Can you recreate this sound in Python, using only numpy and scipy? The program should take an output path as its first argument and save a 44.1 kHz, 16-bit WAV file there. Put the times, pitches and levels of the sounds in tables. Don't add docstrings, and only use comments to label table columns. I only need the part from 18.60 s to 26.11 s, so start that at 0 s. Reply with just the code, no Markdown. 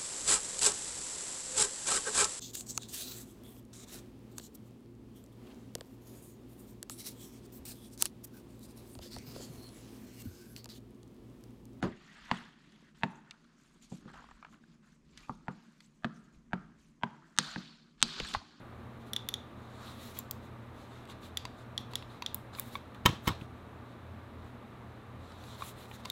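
import sys
import numpy as np
from scipy import signal
from scipy.fft import rfft, irfft, next_fast_len
from scipy.io import wavfile
from scipy.ndimage import uniform_filter1d

SR = 44100
rng = np.random.default_rng(int(sys.argv[2]) if len(sys.argv) > 2 else 0)


def boost(x):
    u = np.asarray(x, float) / 20
    return 10 ** u


def inscribe(sig):
    pcm = np.round(np.clip(np.atleast_2d(sig).T, -1, 1) * 32767)
    wavfile.write(sys.argv[1], SR, pcm.astype(np.int16))


N = 331191


def evened(x):
    return x / np.sqrt(np.mean(x ** 2) + 1e-20)


def read(points, hz):
    f, value = np.transpose(points)
    return np.interp(np.log(hz + 1), np.log(f + 1), value)


def add(mix, s, sound):
    part = mix[round(s * SR):][:len(sound)]
    part += sound[:len(part)]


def filtered(x, hz, kind="low"):
    return signal.sosfilt(signal.butter(N=2, Wn=hz, btype=kind, fs=SR, output="sos"), x)


def coloured(points):
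    size = next_fast_len(N)
    shape = boost(read(points, np.fft.rfftfreq(size, 1 / SR)))
    return evened(irfft(rfft(rng.standard_normal(size)) * shape, size)[:N])


def narrow(hz, width):
    slow = rng.standard_normal(N) + 1j * rng.standard_normal(N)
    r = np.exp(-np.pi * width / SR)
    slow = signal.lfilter([1], [1, -2 * r, r * r], slow)
    carrier = np.exp(2j * np.pi * hz * np.arange(N) / SR)
    return evened((slow * carrier).real)


def patchy(x, depth_db):
    z = signal.stft(x, nperseg=256)[2]
    across_hz = uniform_filter1d(rng.standard_normal(z.shape), 9, 0)
    patches = evened(uniform_filter1d(across_hz, 12, 1))
    return signal.istft(z * boost(depth_db * patches), nperseg=256)[1][:N]


def ring(modes, colour, factor, rise_ms, crack_db, size=4096):
    hz, db, t60_ms = np.transpose(modes)[:, :, None]
    t = np.arange(size) / SR
    scatter_db = 1.0 * rng.standard_normal(hz.shape)
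    phase = .04 * rng.standard_normal(hz.shape)
    level = boost(db + read(colour, hz) + scatter_db - 64000.0 * t / t60_ms)
    body = (level * np.sin(2 * np.pi * (hz * factor * t + phase))).sum(0)
    bins = np.fft.rfftfreq(size, 1 / SR)
    shape = boost(read(np.c_[hz, np.minimum(db, -9)], bins) + read(colour, bins)) * (bins > hz[0] / 2)
    crack = irfft(rfft(rng.standard_normal(size)) * shape, size)
    body = body + boost(crack_db - 60 * t / 0.0093) * crack
    return body * (1 - np.exp(-(1e3 * t / rise_ms) ** 2))


def hits(table, modes, tone, rise_ms, crack_db):
    out = np.zeros(N)
    for s, db, contact_db, factor in table:
        colour = [(hz, base_db + slope * contact_db) for hz, base_db, slope in tone]
        colour = sorted(colour + [(3500, 0)])
        add(out, s - rise_ms / 2e3, boost(db) * ring(modes, colour, factor, rise_ms, crack_db))
    return out


# (frequency [Hz], density [dB/Hz])
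AIR_SPECTRUM = [(12, -49), (20, -14.5), (53, -9), (71, -9), (117, -4.5), (147, -12), (237, -3), (273, -9),
                (440, -12), (1180, -16.5), (2580, -28), (3830, -36), (4790, -43.5), (15200, -48.5),
                (16500, -67)]
# (frequency [Hz], width [Hz], level [dB])
BACKGROUND_TONES = [(84.5, 6.4, -57), (120, 7.8, -61.5), (233.5, 26, -63), (1176, 92, -66), (3755, 930, -74)]


def room_tone():
    hum = boost(-53.5) * np.sin(2 * np.pi * 120.5 * np.arange(N) / SR)
    fan = sum(boost(db) * narrow(hz, width) for hz, width, db in BACKGROUND_TONES)
    return boost(-51) * coloured(AIR_SPECTRUM) + fan + hum


# (frequency [Hz], T60 [s], level [dB])
ROOM_DECAY = [(200, 0.12, 8.5), (1090, 0.37, -9.5), (2500, 0.34, -5.5), (3800, 0.35, -2.5),
              (5500, 0.3, -3.5), (9000, 0.35, -10.5), (15000, 0.19, -12.5)]


def room(x, scatter_hz):
    size = SR // 2
    hz = signal.stft(np.zeros(size), SR, nperseg=256)[0]
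    t60, level_db = (read(np.array(ROOM_DECAY)[:, [0, k]], hz)[:, None] for k in (1, 2))
    turn = np.cumsum(rng.standard_normal(N)) * np.sqrt(2 * np.pi * scatter_hz / SR)
    out = np.zeros(N)
    at = np.arange(300, size - 10, 10)
    for share in (np.cos(turn), np.sin(turn)):
        taps = np.zeros(size)
        taps[at + rng.integers(0, 10, at.shape)] = rng.choice([-1., 1.], at.shape)
        _, t, z = signal.stft(taps, SR, nperseg=256)
        z = z * boost(level_db - 60 * t / t60) / np.sqrt(t60)
        tail = signal.istft(z, SR, nperseg=256)[1]
        out += signal.fftconvolve(x * share, tail / np.linalg.norm(tail))[:N]
    return out


# (start [s], length [s], hiss [dB], speed as brightness [dB])
SKIN_STROKES = [(0.955, 0.17, -74.5, -5), (1.09, 0.16, -69.5, -7), (1.2, 0.24, -64, 3),
                (1.38, 0.17, -57.5, 6), (1.535, 0.084, -56.5, 5.5), (1.81, 0.082, -70, 1.5),
                (2.13, 0.16, -69, 0), (2.25, 0.22, -71.5, -8), (2.479, 0.058, -60.5, -3),
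                (2.603, 0.099, -62.5, 2), (2.95, .1, -70, -4), (3.185, 0.041, -66, 5),
                (3.304, 0.029, -65, -2), (3.46, .14, -71, -8), (3.925, 0.04, -63, -9),
                (3.951, 0.096, -56.5, 8.5), (4.036, 0.081, -61.5, 8), (4.105, .077, -58.5, 7),
                (6.572, 0.28, -71, -9), (6.773, 0.25, -62, 1), (6.975, .075, -59, 4), (7.02, 0.11, -55, 9),
                (7.15, 0.13, -61.5, 5), (7.272, 0.059, -67, 8), (7.322, 0.051, -59, 4),
                (7.37, 0.056, -67.5, 0.5), (7.42, .13, -65, 3)]
# (start
# [s], length [s], hiss [dB], speed as brightness [dB])
FOOT_STROKES = [(.39, .06, -75, -1), (0.452, 0.054, -68.5, 4), (1.19, 0.14, -67.5, -6.5),
                (4.17, 0.072, -78, 2), (4.34, 0.027, -72.5, -10), (4.448, .066, -60, -7),
                (4.51, 0.064, -65.5, -8), (4.617, .1, -61.5, 7), (4.655, 0.083, -59.5, -12),
                (4.776, .091, -70, 3), (5.24, 0.12, -79.5, -9), (5.798, .12, -76, -1.5)]
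# (frequency [Hz], density [dB/Hz])
HISS_SPECTRUM = [(1200, -10), (2000, 10), (4500, 1), (7300, 5.5), (9000, 1), (12500, -1), (15500, -6)]
# (frequency [Hz], width [Hz])
RUBBED_RESONANCES = [(1170, 710), (3750, 1160)]
# (level re hiss [dB], slope with brightness [dB/dB])
SKIN_WAKE = [(1, -0.98), (1.5, -0.42)]
FOOT_WAKE = [(7.8, -0.73), (2.5, -.6)]


def rubbing():
    out = np.zeros(N)
    grain = boost(.7 * evened(uniform_filter1d(rng.standard_normal(N), 120)))
    hiss = coloured(HISS_SPECTRUM)
    bright = filtered(hiss, 9500, "high")
    bands = [narrow(*band) for band in RUBBED_RESONANCES]
    for strokes, wake in ((SKIN_STROKES, SKIN_WAKE), (FOOT_STROKES, FOOT_WAKE)):
        for start, length, hiss_db, bright_db in strokes:
            span = slice(round(start * SR), min(round((start + length) * SR), N))
            sound = hiss[span] + (boost(bright_db) - 1) * bright[span]
            for (db, slope), band in zip(wake, bands):
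                sound = sound + boost(db + slope * bright_db) * band[span]
            t = np.arange(len(sound)) / SR
            press = np.sin(np.pi * np.clip((t + 0.0016) / (length + 0.0044), 0, 1)) ** 1.06
            out[span] += boost(hiss_db) * press * sound
    return patchy(out * grain, 1.8)


# (time [s], blow [dB], contact force [dB], push into the desk [dB])
LANDINGS = [(4.4542, -30, 2, -16.5), (4.459, -13, -3, -39), (4.4622, -22.5, 9.5, -45),
            (4.4629, -21, 0, -49), (4.468, -29, -5, -39), (4.476, -37, -7, -43), (4.4915, -35, -7, -28.5),
            (4.527, -50, 0, -36), (4.6727, -32, -4, -21.5), (4.6765, -21.5, 3.5, -38),
            (4.684, -32, 10, -51), (4.690, -32, -6, -27.5), (4.815, -54, 1.5, -38.5)]
# (frequency [Hz], level [dB], T60 [ms])
DESK_MODES = [(88, -14, 210), (111.5, -5, 200), (144.4, -1.5, 110), (172, -2.5, 90), (209, -5, 90),
              (347, 1.5, 50.5), (543, -14, 86)]


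def desk():
    out = np.zeros(N)
    for s, *_, push_db in LANDINGS:
        thud = ring(DESK_MODES, [(1, 0), (2, 0)], 0.918, 2.1, -18.5, size=12000)
        add(out, s + 0.00086, boost(push_db) * thud)
    return out


# (frequency [Hz], level [dB], T60 [ms])
BASE_MODES = [(680, -11.5, 30), (971, -1, 55), (1085, -5.5, 51), (1286, -8, 49), (1460, -10, 9),
              (1820, -2, 21), (2180, 1, 18.3), (2990, -9.5, 11), (3107, -1, 29.4), (3500, -2, 19.4),
              (3770, -10, 33), (4210, -9.5, 22), (5200, -9, 20), (6540, -8, 12), (7730, -15, 43),
              (10800, -11.5, 17), (12900, -14.5, 6), (13100, -7, 6), (15200, -11, 6)]
# (frequency [Hz], level [dB], slope with force [dB/dB])
FOOT_TONE = [(1000, 0, 0.098), (6000, -2.2, .4), (12000, -5, 0.82)]


def landings():
    feet = [(*row[:3], 1) for row in LANDINGS]
    return hits(feet, BASE_MODES, FOOT_TONE, 0.53, 14.5)


# (frequency [Hz], level [dB], T60 [ms])
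SHELL_MODES = [(972, -7.5, 67), (1014, -10, 37), (2055, -8, 24), (2640, 2, 11), (3400, -6, 24),
               (3810, -8.5, 30), (4500, -4, 17), (6180, -13, 7.2), (7860, -11, 7.4), (10600, -19, 6.5),
               (13800, -21, 6)]
# (time [s], blow [dB], contact force [dB], pitch factor [1])
CREAKS = [(1.571, -41, 1.5, 0.95), (2.4535, -49, 2.5, 1.001), (2.475, -48, 0, 0.77),
          (2.499, -39.5, -14, 0.84), (2.631, -47, -6, 1.001), (3.950, -36, -6, 1.1),
          (4.3465, -44.5, 0, 0.92), (4.812, -40, -22, 1.001), (6.72, -50, 3, 1.2), (6.838, -46.5, 5, 1.001),
          (7.255, -50, 7, 0.9)]
# (frequency [Hz], level [dB], slope with force [dB/dB])
CREAK_TONE = [(1000, -15.5, -.1), (6000, -9, 1.1), (12000, -4, .6)]


def creaks():
    return hits(CREAKS, SHELL_MODES, CREAK_TONE, 0.38, 13.0)


# (time [s], blow [dB], contact force [dB], pitch factor [1])
KNOCKS = [
    (2.8525, -33, 3, 1.02),
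    (3.335, -36.5, 0, 1),
    (3.4243, -39.5, -10, 1),
    (3.6223, -30.5, 2, 0.99),
    (7.313, -37, -17, 0.9),
    (7.451, -39, -3, 1.15),
    (7.455, -35, 5, 1.05),
]
# (frequency [Hz], level [dB], slope with force [dB/dB])
KNOCK_TONE = [(1000, 1.2, 0.21), (5850, .1, 1.9), (12000, 1.2, .3)]


def knocks():
    return hits(KNOCKS, SHELL_MODES, KNOCK_TONE, 0.53, 9.6)


# (frequency [Hz], level [dB], T60 [ms])
PLATE_MODES = [(1084, -14, 38), (1140, 0, 26.5), (1720, -16, 20), (2344, -7.5, 37), (3630, -6, 14),
               (4430, -14.5, 10), (6000, -24, 8), (12000, -38, 5)]
# (time [s], blow [dB], contact force [dB], pitch factor [1])
TAPS = [
    (3.986, -34, -4.5, 0.99),
    (4.154, -23.5, -2, 0.97),
    (4.319, -48.5, 7, 1.02),
    (7.009, -38, 3, 0.95),
    (7.0215, -28.5, 2, 1.035),
    (7.025, -37, 3, 0.97),
    (7.035, -50, -2, 1.1),
]
# (frequency [Hz], level [dB], slope with force [dB/dB])
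TAP_TONE = [(1000, 0.3, 1.3), (2400, -4.5, -1.5), (6000, 2, .4), (12000, -.8, .4)]


def taps_on_base():
    return hits(TAPS, PLATE_MODES, TAP_TONE, 0.83, 3)


# (frequency [Hz], level [dB], T60 [ms])
WIRE_MODES = [(7260, 1.5, 47), (7280, -13, 60)]
# (time [s], blow [dB], contact force [dB], pitch factor [1])
WIRE_PINGS = [
    (1.589, -43, 0, 1.01),
    (3.745, -54, 0, 0.94),
]


def wire():
    return hits(WIRE_PINGS, WIRE_MODES, [(1000, 0, 0)], 0.38, -30)


# (frequency [Hz], level [dB], T60 [ms])
BUTTON_MODES = [(1020, -19, 48), (3330, -12.5, 8.3), (4410, -13, 5), (6770, -14, 7), (7370, -15, 13),
                (9110, -9.5, 3.9), (12080, -16, 16), (13000, 3, 5), (14500, 3, 6), (15250, -3, 8)]
# (time [s], blow [dB], contact force [dB], pitch factor [1])
TICKS = [
    (1.5886, -25, -6, 1.02),
    (1.7106, -24.5, 4.5, 0.99),
    (3.745, -22.5, -6, 1.01),
    (3.9965, -21.5, 0, 1.05),
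]
# (frequency [Hz], level [dB], slope with force [dB/dB])
TICK_TONE = [(1000, -5, -0.53), (6000, 0, 0.74), (12000, 6, .01), (13200, -2, -1.1), (14500, .8, 0.12)]


def ticks():
    return hits(TICKS, BUTTON_MODES, TICK_TONE, 0.42, 8.2)


# (frequency [Hz], level [dB], T60 [ms])
SPRING_MODES = [(1290, -19.5, 19), (1890, -12.5, 11.8), (2640, -11, 7.3), (3384, 1, 17), (3510, -8, 13.7),
                (4300, -4.5, 3.8), (5610, -15, 10.3), (6040, -10, 3.8), (6740, -7, 4.7), (8020, -20.5, 6.4),
                (10740, -15, 10), (13800, -20, 5)]
# (time [s], blow [dB], contact force [dB], pitch factor [1])
CLICKS = [
    (.5337, -23.5, 16, 1.025),
    (0.5632, -19.5, 5, 1.027),
    (.6879, -22, 16, 1.05),
    (0.7402, -19.5, 3, 1.024),
    (2.772, -19.5, 8.5, 1.03),
    (3.178, -18.5, -1, 1.003),
    (3.3552, -20.5, 10.5, 1.012),
    (3.6623, -19.5, -1, 1.018),
    (7.5003, -23.5, 10, 1.08),
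]
# (frequency [Hz], level [dB], slope with force [dB/dB])
CLICK_TONE = [(1000, -5.5, 0.52), (6000, 5, 0.13), (12000, -2, 0.99)]


def clicks(part):
    return hits(part, SPRING_MODES, CLICK_TONE, 0.78, 4.9)


def scene():
    on_desk, lifted = clicks(CLICKS[:4]), clicks(CLICKS[4:])
    mouse = on_desk + lifted + ticks() + wire() + taps_on_base() + knocks() + creaks() + landings()
    add(mouse, .0036, boost(-10.0) * filtered(mouse, 4300))
    skin = rubbing()
    walls = room(boost(-17.5) * (mouse - on_desk) + boost(-11.5) * skin, scatter_hz=300)
    walls = walls + room(boost(-18.0) * on_desk, scatter_hz=140)
    return (mouse + skin + walls + desk() + room_tone())[None]


def top_cut(x):
    return signal.sosfilt(signal.butter(12, 17160, fs=SR, output="sos"), x)


def record(dry):
    dry = filtered(dry, 32, "high")
    low_pass = signal.firwin(301, 15900, window=("kaiser", 5), fs=SR)[None]
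    limited = signal.oaconvolve(dry, low_pass, "same")
    top = signal.oaconvolve(dry, signal.firwin(301, 16900, fs=SR)[None], "same") - limited
    sharp = np.clip(uniform_filter1d(abs(top), 90) / boost(-56), 0, 1) ** 2
    return top_cut(limited + boost(-15) * sharp * top)


dry = scene()
out = record(dry)
inscribe(out)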